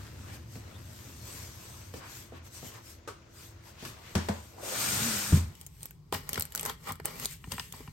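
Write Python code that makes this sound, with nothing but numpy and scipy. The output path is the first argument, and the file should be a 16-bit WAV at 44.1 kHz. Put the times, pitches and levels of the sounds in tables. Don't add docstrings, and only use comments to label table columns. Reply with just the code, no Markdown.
import sys
import numpy as np
from scipy import signal
from scipy.fft import rfft, irfft
from scipy.io import wavfile
from scipy.ndimage import uniform_filter1d

SR = 44100
rng = np.random.default_rng(int(sys.argv[2]) if len(sys.argv) > 2 else 0)


def log_audio(samples):
    frames = np.atleast_2d(samples).T
    limited = np.clip(frames, -1, 1)
    pcm = np.round(limited * 32767).astype(np.int16)
    wavfile.write(sys.argv[1], SR, pcm)


N = 349272
TIME_S = np.arange(N) / SR
COARSE_TIME_S = np.arange(0, N, 32)[:, None] / SR
DESK_START_S = 5.55
FLAT = ((1, 0), (2, 0))

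# frequency in Hz, density in dB.
STORE_RUMBLE = [(20, -47), (45, -65), (65, -4), (88, 0.5), (115, -2.5), (160, -15.5), (270, -16),
                (450, -32.5), (1000, -70)]
DESK_RUMBLE = [(20, -23), (45, -2), (65, -1), (105, -6.5), (165, 3), (185, -14), (215, -21), (420, -21),
               (1000, -103)]
STORE_AIR = [(20, -35), (50, 21), (110, -22), (300, 0.5), (520, 4.5), (660, 4), (800, -8.5), (1300, -2.5),
             (3000, -11), (7000, -10.5), (11000, -68), (16000, -49)]
DESK_AIR = [(100, 9), (400, -3), (1000, 3), (1700, -13), (5000, -8), (10000, -23), (16000, -16)]
CLOTH_SWISH = [(500, -59), (1500, -1), (3000, 0), (5800, 4.5), (8500, 3.5), (10000, -2.5), (12000, 3),
               (16000, -5.5)]
CARD_SCUFF = [(130, 4.5), (260, 0.5), (450, 1.5), (750, -2), (1000, 1), (1600, -4), (2600, -5.5),
              (5000, -13.5), (12000, -24)]
EDGE_KNOCK = [(180, -16), (420, 3), (700, -6), (1200, 1.5), (1700, -9), (9000, -17), (16000, -27)]
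CARD_CRACK = [(300, -42), (1200, 12), (3000, 6), (6000, 3.5), (9000, 1), (16000, -12)]
CARD_SLIDE = [(120, -13), (300, 1), (600, 0), (1100, 1), (1400, 2.5), (2100, 0.5), (4300, -0.5), (6700, 0),
              (8700, 0.5), (10000, -4), (12000, -2), (16000, -11)]
PAPER_HISS = [(700, -22), (2000, 5.5), (4000, 0.5), (6500, 1.5), (8300, 4.5), (10000, 0.5), (12500, 5),
              (16000, -2.5)]
PAPER_RUB = [(120, 3), (250, 3), (650, 3), (1250, -1), (2200, -1), (3300, -9.5), (4800, -2.5),
             (12000, -33.5)]
CREASE_SNAP = [(600, -2), (2500, -12), (5000, -4), (8000, 5.5), (10000, 6), (12500, 8), (16000, -0.5)]

# frequency in Hz, level in dB, T60 in seconds.
FLOOR_MODES = [(188, -1, 0.055), (277, -7, 0.035), (461, 3, 0.063), (555, -2.5, 0.079), (714, 2, 0.028),
               (1160, -9, 0.051)]
EDGE_MODES = [(450, 6.5, 0.04), (592, -11, 0.15), (932, -11, 0.13), (1133, -15, 0.24), (1215, 3, 0.03),
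              (1300, -13, 0.2), (1475, -8, 0.07)]
BUNDLE_MODES = [(389, 3.5, 0.061), (505, -7.5, 0.18), (590, -5.5, 0.063), (679, 3, 0.054), (997, -3, 0.13),
                (1340, -14, .06)]
SHELF_MODES = [(84.8, 5.5, 0.14), (104.5, -1.5, 0.13), (139.8, -4.5, 0.22), (155, -1.5, 0.13),
               (182, -10.5, 0.16), (291, -14, 0.044)]
MAILER_MODES = [(247, 5.5, 0.056), (425, 11, 0.028), (682, -3.5, 0.028), (800, 6.5, 0.033),
                (948, 4.5, 0.043), (1027, 10, 0.029), (1400, 6, 0.016), (1830, 4, 0.041), (2380, 4, 0.03),
                (2890, 15.5, 0.014)]
DESK_MODES = [(89.5, 3.5, 0.11), (121, 0, 0.05), (170, 6.5, 0.053), (242, 2, 0.072)]
# centre in Hz, width in Hz, level in dB.
STEEL_PEAKS = [(1430, 90, -5), (2375, 20, -7), (5510, 20, -5), (6728, 35, -2), (6902, 20, -6),
               (8055, 40, -3), (8583, 18, -6), (8695, 25, -4), (8788, 30, -3), (12080, 35, -3)]

# time in seconds, level in dB.
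LOW_RUMBLE_LEVELS = [(0.0, -47.5), (3.24, -57), (5.29, -55.5), (5.62, -51.5), (7.92, -48.5)]
# peak time and length in seconds,
# swish and scuff in dB.
BRUSHES = [(0.04, 0.21, -62, -53), (0.27, 0.34, -62, -54), (0.347, 0.05, -55, -52), (0.555, 0.13, -59, -60),
           (0.706, 0.29, -67.5, -54), (1.034, 0.47, -57.5, -56.5), (1.28, 0.064, -56, -53),
           (1.359, 0.28, -51, -51.5), (1.672, 0.53, -56, -55), (1.976, 0.06, -55.5, -53.5),
           (2.155, 0.21, -52.5, -54), (2.366, 0.051, -68, -57), (2.467, 0.05, -58.5, -57.5),
           (2.571, 0.1, -51.5, -57), (2.667, 0.11, -51.5, -55), (2.758, 0.098, -59.5, -50.5),
           (2.895, 0.12, -55.5, -60), (3.426, 0.16, -56.5, -59), (3.682, 0.079, -60, -57),
           (3.878, 0.11, -54, -67), (4.028, 0.8, -68.5, -56), (4.295, 0.54, -59.5, -63)]
# start in seconds, board tap, thud and sole slap in dB.
STEPS = [(0.554, -42, -47, -47), (1.938, -35, -47, -40.5), (2.32, -38, -49, -61), (2.627, -41, -48.5, -54),
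         (3.824, -50, -45.5, -46), (3.85, -53, -50, -34.5)]
# peak time in seconds, level in dB, centre in Hz.
SOLE_SCRAPES = [(0.309, -55.5, 1620), (2.039, -50, 1170), (2.359, -57, 1400), (3.821, -52, 2820),
                (4.07, -54.5, 2090)]
# start in seconds, knock and ring in dB, ring centre in Hz.
EDGE_HITS = [(3.0755, -39.5, -38, 420), (3.0845, -44.5, -39, 1250)]
# start in seconds, knock in dB, its centre in Hz,
# thud in dB, its spectral dip in Hz, stack note, clack and crack in dB, settling delay in seconds.
SHELF_HITS = [(4.152, -22, 296, -27.5, 190, -24, -36, -28.5, 0.0023),
              (4.179, -33.5, 330, -39, 190, -31, -52, -41, 0.0015),
              (4.286, -21, 633, -33.5, 200, -26.5, -43, -34.5, 0.0067),
              (5.323, -26, 230, -13, 103, -33, -42.5, -55, 0.0017),
              (5.371, -35, 260, -34, 170, -32, -51, -39.5, 0.0012)]
# time in seconds, hiss and judder in dB, judder in Hz, rumble in dB.
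SHELF_PUSH = [(4.59, -59.5, -77, 200, -68), (4.651, -44, -66, 203.4, -62), (4.82, -34, -60, 204, -45),
              (4.97, -34.5, -54, 202.2, -38.5), (5.07, -34, -40.5, 227.3, -43.5),
              (5.17, -35.5, -47.5, 200, -46), (5.25, -37.5, -55, 200, -55),
              (5.371, -40.5, -40.5, 198.4, -30), (5.53, -74, -75, 205, -75)]
# peak time, build-up and release in seconds,
# hiss and rub in dB.
PAPER_PULLS = [(5.62, 0.55, 0.14, -64, -63), (5.845, 0.29, 0.15, -60, -63),
               (6.137, 0.013, 0.078, -39.5, -33.5), (6.385, 0.22, 0.097, -50.5, -43),
               (6.56, 0.015, 0.24, -66, -53.5), (6.701, 0.23, 0.056, -46, -42),
               (6.892, 0.095, 0.068, -47.5, -42.5), (7.05, 0.008, 0.28, -51.5, -41.5),
               (7.249, 0.17, 0.025, -45, -43.5), (7.327, 0.17, 0.06, -47.5, -79),
               (7.522, 0.022, 0.06, -43.5, -42), (7.6, 0.25, 0.24, -51.5, -59),
               (7.745, 0.029, 0.29, -55.5, -53)]
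# start in seconds, snap and flap in dB, flap centre in Hz.
CREASES = [(5.552, -44, -53, 3000), (5.6122, -32.5, -49, 3280), (5.664, -27.5, -57, 2560),
           (5.83, -29, -50, 4640), (5.8558, -26.5, -52, 4360), (5.908, -37, -54, 1580),
           (6.1244, -23, -35.5, 2840), (6.1425, -32, -36.5, 3200), (6.2912, -20.5, -43, 1860),
           (6.331, -19.5, -35, 3400), (6.343, -26, -36, 2220), (6.3566, -33, -33, 2330),
           (6.377, -30, -29, 1490), (6.3962, -17, -46, 1200), (6.408, -20, -35.5, 4590),
           (6.422, -20.5, -38, 2600), (6.4527, -28.5, -47.5, 1210), (6.5215, -31.5, -47, 1920),
           (6.5496, -20, -33.5, 1530), (6.5574, -21, -49, 4600), (6.5762, -25, -38.5, 1870),
           (6.5947, -20, -34, 2750), (6.6096, -25.5, -49, 3000), (6.63, -25, -42, 1200),
           (6.652, -21, -39, 1250), (6.66, -19.5, -34, 1360), (6.696, -28, -35, 3500),
           (6.921, -24.5, -51, 2290), (6.955, -41, -53, 1400), (6.9993, -46, -42.5, 1790),
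           (7.0555, -16, -39, 1750), (7.198, -26, -44, 1390), (7.248, -30, -36.5, 4950),
           (7.2558, -15, -35.5, 5030), (7.5186, -43, -31.5, 4240), (7.596, -41, -31.5, 3480),
           (7.7238, -29.5, -44, 2660)]
# start in seconds, tap in dB, its centre in Hz, push in dB.
FINGER_TAPS = [(6.1251, -21.5, 650, -42), (6.148, -28.5, 1410, -38), (6.377, -30, 554, -34),
               (6.666, -35.5, 970, -50), (6.697, -35, 1110, -60), (6.888, -37, 1280, -44.5),
               (6.907, -35, 790, -40), (6.999, -35, 453, -50), (7.05, -35, 450, -62),
               (7.441, -38, 1710, -47.5), (7.473, -38.5, 253, -41.5), (7.518, -35.5, 1100, -46),
               (7.536, -41, 1300, -39.5), (7.581, -29.5, 1290, -50), (7.597, -30, 1590, -56),
               (7.737, -40.5, 1000, -52), (7.805, -36.5, 304, -64), (7.876, -41.5, 1120, -46)]
# start and length in seconds, level in dB, centre in Hz.
FINGER_DRAGS = [(6.655, 0.075, -40, 1050), (6.848, 0.095, -37.5, 1150)]

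# frequency in Hz, T60 in seconds.
STORE_T60 = [(80, 0.46), (200, 0.3), (530, 0.28), (1400, 0.39), (4000, 0.48), (14000, 0.18)]
DESK_T60 = [(100, 0.58), (500, 0.042), (2000, 0.4), (6000, 0.25), (14000, 0.088)]
# frequency in Hz, correlation from 0 to 1.
STEREO_CORRELATION = [(60, 0.97), (130, 1), (290, 0.58), (640, 0.049), (1400, 0.17), (3000, 0.2),
                      (7000, 0.029)]
# frequency in Hz, left minus right in dB.
LEFT_LIFT = [(100, 1), (400, 0), (1000, 1.5), (2800, 2), (4400, 6), (6800, 8), (8200, -1.5), (9000, 0)]


def amp(db):
    return np.exp(np.asarray(db) * (np.log(10) / 20))


def unit_rms(x):
    return x / np.sqrt(np.mean(x ** 2) + 1e-20)


def unit_peak(x, size=220):
    return x / np.sqrt(uniform_filter1d(np.mean(np.atleast_2d(x) ** 2, 0), size).max() + 1e-20)


def log_interp(points, hz):
    point_hz, value = np.transpose(points)
    return np.interp(np.log(hz + 1), np.log(point_hz + 1), value)


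def gain_curve(times_s, db):
    outside_s = np.maximum(times_s[0] - TIME_S, 0) + np.maximum(TIME_S - times_s[-1], 0)
    return amp(np.interp(TIME_S, times_s, db) - 400 * outside_s)


def stroke_gain(shapes, db):
    return np.interp(TIME_S, COARSE_TIME_S[:, 0], np.sqrt(shapes ** 2 @ amp(db) ** 2))


def add(mix, start_s, sound):
    part = mix[:, max(round(start_s * SR), 0):][:, :sound.shape[-1]]
    part += sound[..., :part.shape[1]]


def colour(x, spectrum):
    hz = np.fft.rfftfreq(x.shape[1], 1 / SR)
    left, other = rfft(x)
    correlation = np.clip(log_interp(STEREO_CORRELATION, hz), 0, 1)
    pair = np.array([left, correlation * left + np.sqrt(1 - correlation ** 2) * other])
    return unit_rms(irfft(pair * amp(log_interp(spectrum, hz)), x.shape[1]))


def noise(spectrum, size=N):
    return colour(rng.standard_normal((2, size)), spectrum)


def wander(rate_hz, size=N):
    hz = np.fft.rfftfreq(size, 1 / SR)
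    return unit_rms(irfft(rfft(rng.standard_normal(size)) / (1 + (hz / rate_hz) ** 4), size))


def friction(spectrum, catches_per_s, spread_db, grain_share, drift_db):
    strength = amp(spread_db * np.minimum(rng.exponential(1, N), 4.5))
    catches = strength * (rng.random(N) < catches_per_s / SR)
    power = signal.lfilter([1], [1, -np.exp(-1 / 16)], catches ** 2)
    grip = np.sqrt(1 - grain_share + grain_share * power / power.mean())
    frames = signal.stft(grip * rng.standard_normal((2, N)), nperseg=512)[2]
    patches = uniform_filter1d(rng.standard_normal(frames.shape[1:]), size=4, axis=0)
    patches = unit_rms(uniform_filter1d(patches, size=9, axis=1))
    return colour(signal.istft(frames * amp(drift_db * patches), nperseg=512)[1][:, :N], spectrum)


def band(centre_hz, db_per_oct):
    return [(centre_hz * 2. ** k, -db_per_oct * (np.hypot(k, .5) - .5)) for k in np.arange(-4, 6)]


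def burst(spectrum, rise_s, t60_s, ripple_db=0, size=8192):
    t, hz = np.arange(size) / SR, np.fft.rfftfreq(size, 1 / SR)
    knots_hz = np.geomspace(200, 18000, num=40)
    ripple = amp(ripple_db * np.interp(hz, knots_hz, rng.uniform(-4.4, 1, len(knots_hz))))
    envelope = (1 - np.exp(-t / rise_s)) * amp(-60 * t / t60_s)
    return irfft(rfft(noise(spectrum, size)) * ripple, size) * envelope


def ring(modes, rise_s, weights=FLAT, size=12000):
    t = np.arange(size) / SR
    tones = [(-1) ** k * amp(db + log_interp(weights, hz) - 60 * t / t60_s) * np.sin(2 * np.pi * hz * t)
             for k, (hz, db, t60_s) in enumerate(modes)]
    return sum(tones) * (1 - np.exp(-(t / rise_s) ** 2))


def room(x, t60_curve, build_s):
    hz, t, frames = signal.stft(noise(FLAT, size=20480), SR, nperseg=256)
    decay = amp(-60 * t / log_interp(t60_curve, hz)[:, None])
    tail = signal.istft(frames * decay, SR, nperseg=256)[1]
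    tail *= 1 - np.exp(-(np.arange(tail.shape[1]) / SR / build_s) ** 2)
    return signal.oaconvolve(x, tail / np.linalg.norm(tail[0]), axes=1)[:, :N]


def tone(hz):
    return np.sin(2 * np.pi * np.cumsum(hz) / SR)


def room_tone(hum_hz=338, hum_db=-68):
    rumble = gain_curve(*np.transpose(LOW_RUMBLE_LEVELS))
    at_desk = np.clip((TIME_S - DESK_START_S) * 20 + .5, 0, 1)
    hum = amp(hum_db) * unit_rms(tone(hum_hz + 2.08 * wander(11.5)))
    store = amp(2) * rumble * noise(STORE_RUMBLE) + amp(-62) * noise(STORE_AIR) + hum
    desk = amp(-2) * rumble * noise(DESK_RUMBLE) + amp(-70) * noise(DESK_AIR)
    return store * np.sqrt(1 - at_desk) + desk * np.sqrt(at_desk)


def clothes_and_card(idle_swish_db=-84.5, idle_scuff_db=-62.6):
    peak_s, length_s, swish_db, scuff_db = np.transpose(BRUSHES)
    speed = np.exp(-(2 * (COARSE_TIME_S - peak_s) / length_s) ** 2)
    in_store = TIME_S < DESK_START_S
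    swish = np.hypot(stroke_gain(speed, swish_db + 4.5), in_store * amp(idle_swish_db))
    scuff = np.hypot(stroke_gain(speed, scuff_db + 0.9), in_store * amp(idle_scuff_db))
    cloth = friction(CLOTH_SWISH, catches_per_s=2700, spread_db=4.5, grain_share=0.12, drift_db=2.5)
    card = friction(CARD_SCUFF, catches_per_s=300, spread_db=2, grain_share=0.29, drift_db=1.8)
    return swish * cloth + scuff * card


def footsteps():
    out = np.zeros((2, N))
    for start_s, tap_db, thud_db, slap_db in STEPS:
        slap = unit_peak(burst(band(1200, db_per_oct=4.5), rise_s=0.00045, t60_s=0.049))
        thud = unit_peak(burst(band(170, db_per_oct=11), rise_s=0.012, t60_s=0.095))
        add(out, start_s, amp(slap_db - 4.5) * slap + amp(thud_db + 2.5) * thud)
        add(out, start_s, amp(tap_db - 6) * unit_peak(ring(FLOOR_MODES, rise_s=0.0014)))
    for peak_s, db, hz in SOLE_SCRAPES:
        add(out, peak_s - .07, amp(db) * noise(band(hz, db_per_oct=12), size=6144) * np.hanning(6144))
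    return out + amp(-2) * room(out, STORE_T60, build_s=0.0024)


def card_squeak(start_s=0.727, start_hz=3300, glide_hz_per_s=9000):
    out, t = np.zeros((2, N)), np.arange(0, .06, 1 / SR)
    squeak = tone(start_hz + glide_hz_per_s * t + 170 * wander(400, size=len(t)))
    add(out, start_s, amp(-55.5) * squeak * np.hanning(len(t)))
    return out


def edge_knocks():
    out = np.zeros((2, N))
    for start_s, knock_db, ring_db, hz in EDGE_HITS:
        knock = burst(EDGE_KNOCK, rise_s=0.0003, t60_s=0.19)
        edge = ring(EDGE_MODES, rise_s=0.00042, weights=band(hz, db_per_oct=10))
        add(out, start_s, amp(knock_db) * unit_peak(knock))
        add(out, start_s, amp(ring_db) * unit_peak(edge))
    return out


def shelf_impacts(stack_hz=207, stack_t60_s=0.086):
    knocks, thuds = np.zeros((2, 2, N))
    stack = ring([(stack_hz, 0, stack_t60_s)], rise_s=0.0038)
    for start_s, knock_db, knock_hz, thud_db, dip_hz, stack_db, clack_db, crack_db, settle_s in SHELF_HITS:
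        crack = burst(CARD_CRACK, rise_s=0.00033, t60_s=0.059)
        clack = burst(band(930, db_per_oct=13), rise_s=0.00027, t60_s=0.28)
        body = ring(BUNDLE_MODES, rise_s=0.00049, weights=band(knock_hz, db_per_oct=21))
        knock = burst(band(knock_hz, db_per_oct=23.5), rise_s=0.00069, t60_s=0.076)
        shelf = ring(SHELF_MODES, rise_s=0.0037, weights=band(dip_hz, db_per_oct=-11))
        add(knocks, start_s, amp(crack_db) * unit_peak(crack) + amp(clack_db + 0.5) * unit_peak(clack))
        add(knocks, start_s, amp(knock_db - 7.5) * unit_peak(body))
        add(knocks, start_s, amp(knock_db - 7.5) * unit_peak(knock))
        add(thuds, start_s + settle_s, amp(thud_db + 1.5) * unit_peak(shelf))
        add(thuds, start_s + settle_s, amp(stack_db) * unit_peak(stack))
    return knocks + thuds + room(amp(-6) * knocks + amp(-12) * thuds, STORE_T60, build_s=0.01)


def sliding_bundle():
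    times_s, hiss_db, judder_db, judder_hz, rumble_db = np.transpose(SHELF_PUSH)
    scrape = friction(CARD_SLIDE, catches_per_s=7000, spread_db=3, grain_share=0.2, drift_db=1.3)
    hz = np.fft.rfftfreq(N, 1 / SR)
    steel_power = sum(amp(db) ** 2 / width_hz / (1 + (2 * (hz - centre_hz) / width_hz) ** 2)
                      for centre_hz, width_hz, db in STEEL_PEAKS)
    singing = unit_rms(irfft(rfft(noise(FLAT)) * np.sqrt(steel_power), N))
    hiss = gain_curve(times_s, hiss_db + 3.5) * unit_rms(scrape + amp(-6.5) * singing)
    shudder = tone(np.interp(TIME_S, times_s, judder_hz) + 5 * wander(20)) * amp(2.2 * wander(11))
    judder = gain_curve(times_s, judder_db + 4.5) * unit_rms(shudder)
    groan_gain = amp(-41.5) * np.exp(-((TIME_S - 4.72) / 0.13) ** 2)
    groan = groan_gain * noise(band(540, db_per_oct=17)) * unit_rms(amp(3 * wander(90)))
    rumble = gain_curve(times_s, rumble_db) * noise(band(115, db_per_oct=22.5))
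    return hiss + judder + rumble + groan


def paper_rustle(swing_db=23.5):
    peak_s, build_s, release_s, hiss_db, rub_db = np.transpose(PAPER_PULLS)
    t = COARSE_TIME_S - peak_s
    effort = amp(-swing_db * np.minimum(np.maximum(-t / build_s, t / release_s), 10))
    crackle = friction(PAPER_HISS, catches_per_s=1400, spread_db=4.5, grain_share=0.3, drift_db=2.5)
    rasp = friction(PAPER_RUB, catches_per_s=1100, spread_db=3, grain_share=0.35, drift_db=1.5)
    return stroke_gain(effort, hiss_db + 5) * crackle + stroke_gain(effort, rub_db + 0.5) * on_mailer(rasp)


def on_mailer(rasp):
    hollow = signal.oaconvolve(rasp, ring(MAILER_MODES, rise_s=0.0002)[None])[:, :rasp.shape[1]]
    return unit_rms(unit_rms(rasp) + unit_rms(hollow))


def crease_snaps():
    out = np.zeros((2, N))
    shape = dict(ripple_db=4, size=2048)
    for start_s, snap_db, flap_db, flap_hz in CREASES:
        snap = unit_peak(burst(CREASE_SNAP, rise_s=0.0003, t60_s=0.0042, **shape), size=44)
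        shiver = unit_peak(burst(CREASE_SNAP, rise_s=0.0016, t60_s=0.035, **shape))
        flap = unit_peak(burst(band(flap_hz, db_per_oct=14), rise_s=0.00033, t60_s=0.021, **shape))
        add(out, start_s, amp(flap_db - 0.5) * flap)
        add(out, start_s + 0.00076, amp(snap_db - 3) * (snap + amp(-16) * shiver))
    return out


def finger_taps():
    out = np.zeros((2, N))
    for start_s, tap_db, hz, push_db in FINGER_TAPS:
        body = ring(MAILER_MODES, rise_s=0.00027, weights=band(hz, db_per_oct=12))
        scuff = burst(band(hz, db_per_oct=5), rise_s=0.001, t60_s=0.04, ripple_db=4, size=len(body))
        add(out, start_s, amp(tap_db - 5.5) * (unit_peak(body) + amp(-9) * unit_peak(scuff)))
        add(out, start_s, amp(push_db + 2) * unit_peak(ring(DESK_MODES, rise_s=0.0073)))
    return out


def finger_drags():
    out = np.zeros((2, N))
    for start_s, length_s, db, hz in FINGER_DRAGS:
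        size = round(length_s * SR)
        rasp = noise(band(hz, db_per_oct=15), size) * amp(2 * wander(200, size))
        add(out, start_s, amp(db) * on_mailer(rasp) * np.hanning(size))
    return out


def scene():
    desk = paper_rustle() + crease_snaps() + finger_taps() + finger_drags()
    store = clothes_and_card() + sliding_bundle() + footsteps()
    lifting = card_squeak() + edge_knocks()
    store += lifting + amp(-11) * room(lifting, STORE_T60, build_s=0.002) + shelf_impacts()
    return room_tone() + store + desk + amp(-15) * room(desk, DESK_T60, build_s=0.0022)


def record(dry, low_cut_hz=34, high_cut_hz=16250, right_lead_s=0.000246):
    hz = np.fft.rfftfreq(N, 1 / SR)
    left, right = rfft(dry) * hz ** 2 / np.hypot(hz ** 2, low_cut_hz ** 2)
    shared = np.clip((hz - 7000) / 1600, 0, .97)
    right = np.sqrt(1 - shared) * right + np.sqrt(shared) * left * np.exp(2j * np.pi * hz * right_lead_s)
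    lean = amp(log_interp(LEFT_LIFT, hz) / 2)
    out = irfft(np.array([left * lean, right / lean]), N)
    lowpass = signal.firwin(255, high_cut_hz, window=("kaiser", 9), fs=SR)
    return signal.oaconvolve(out, lowpass[None], "same")


dry = scene()
out = record(dry)
log_audio(out)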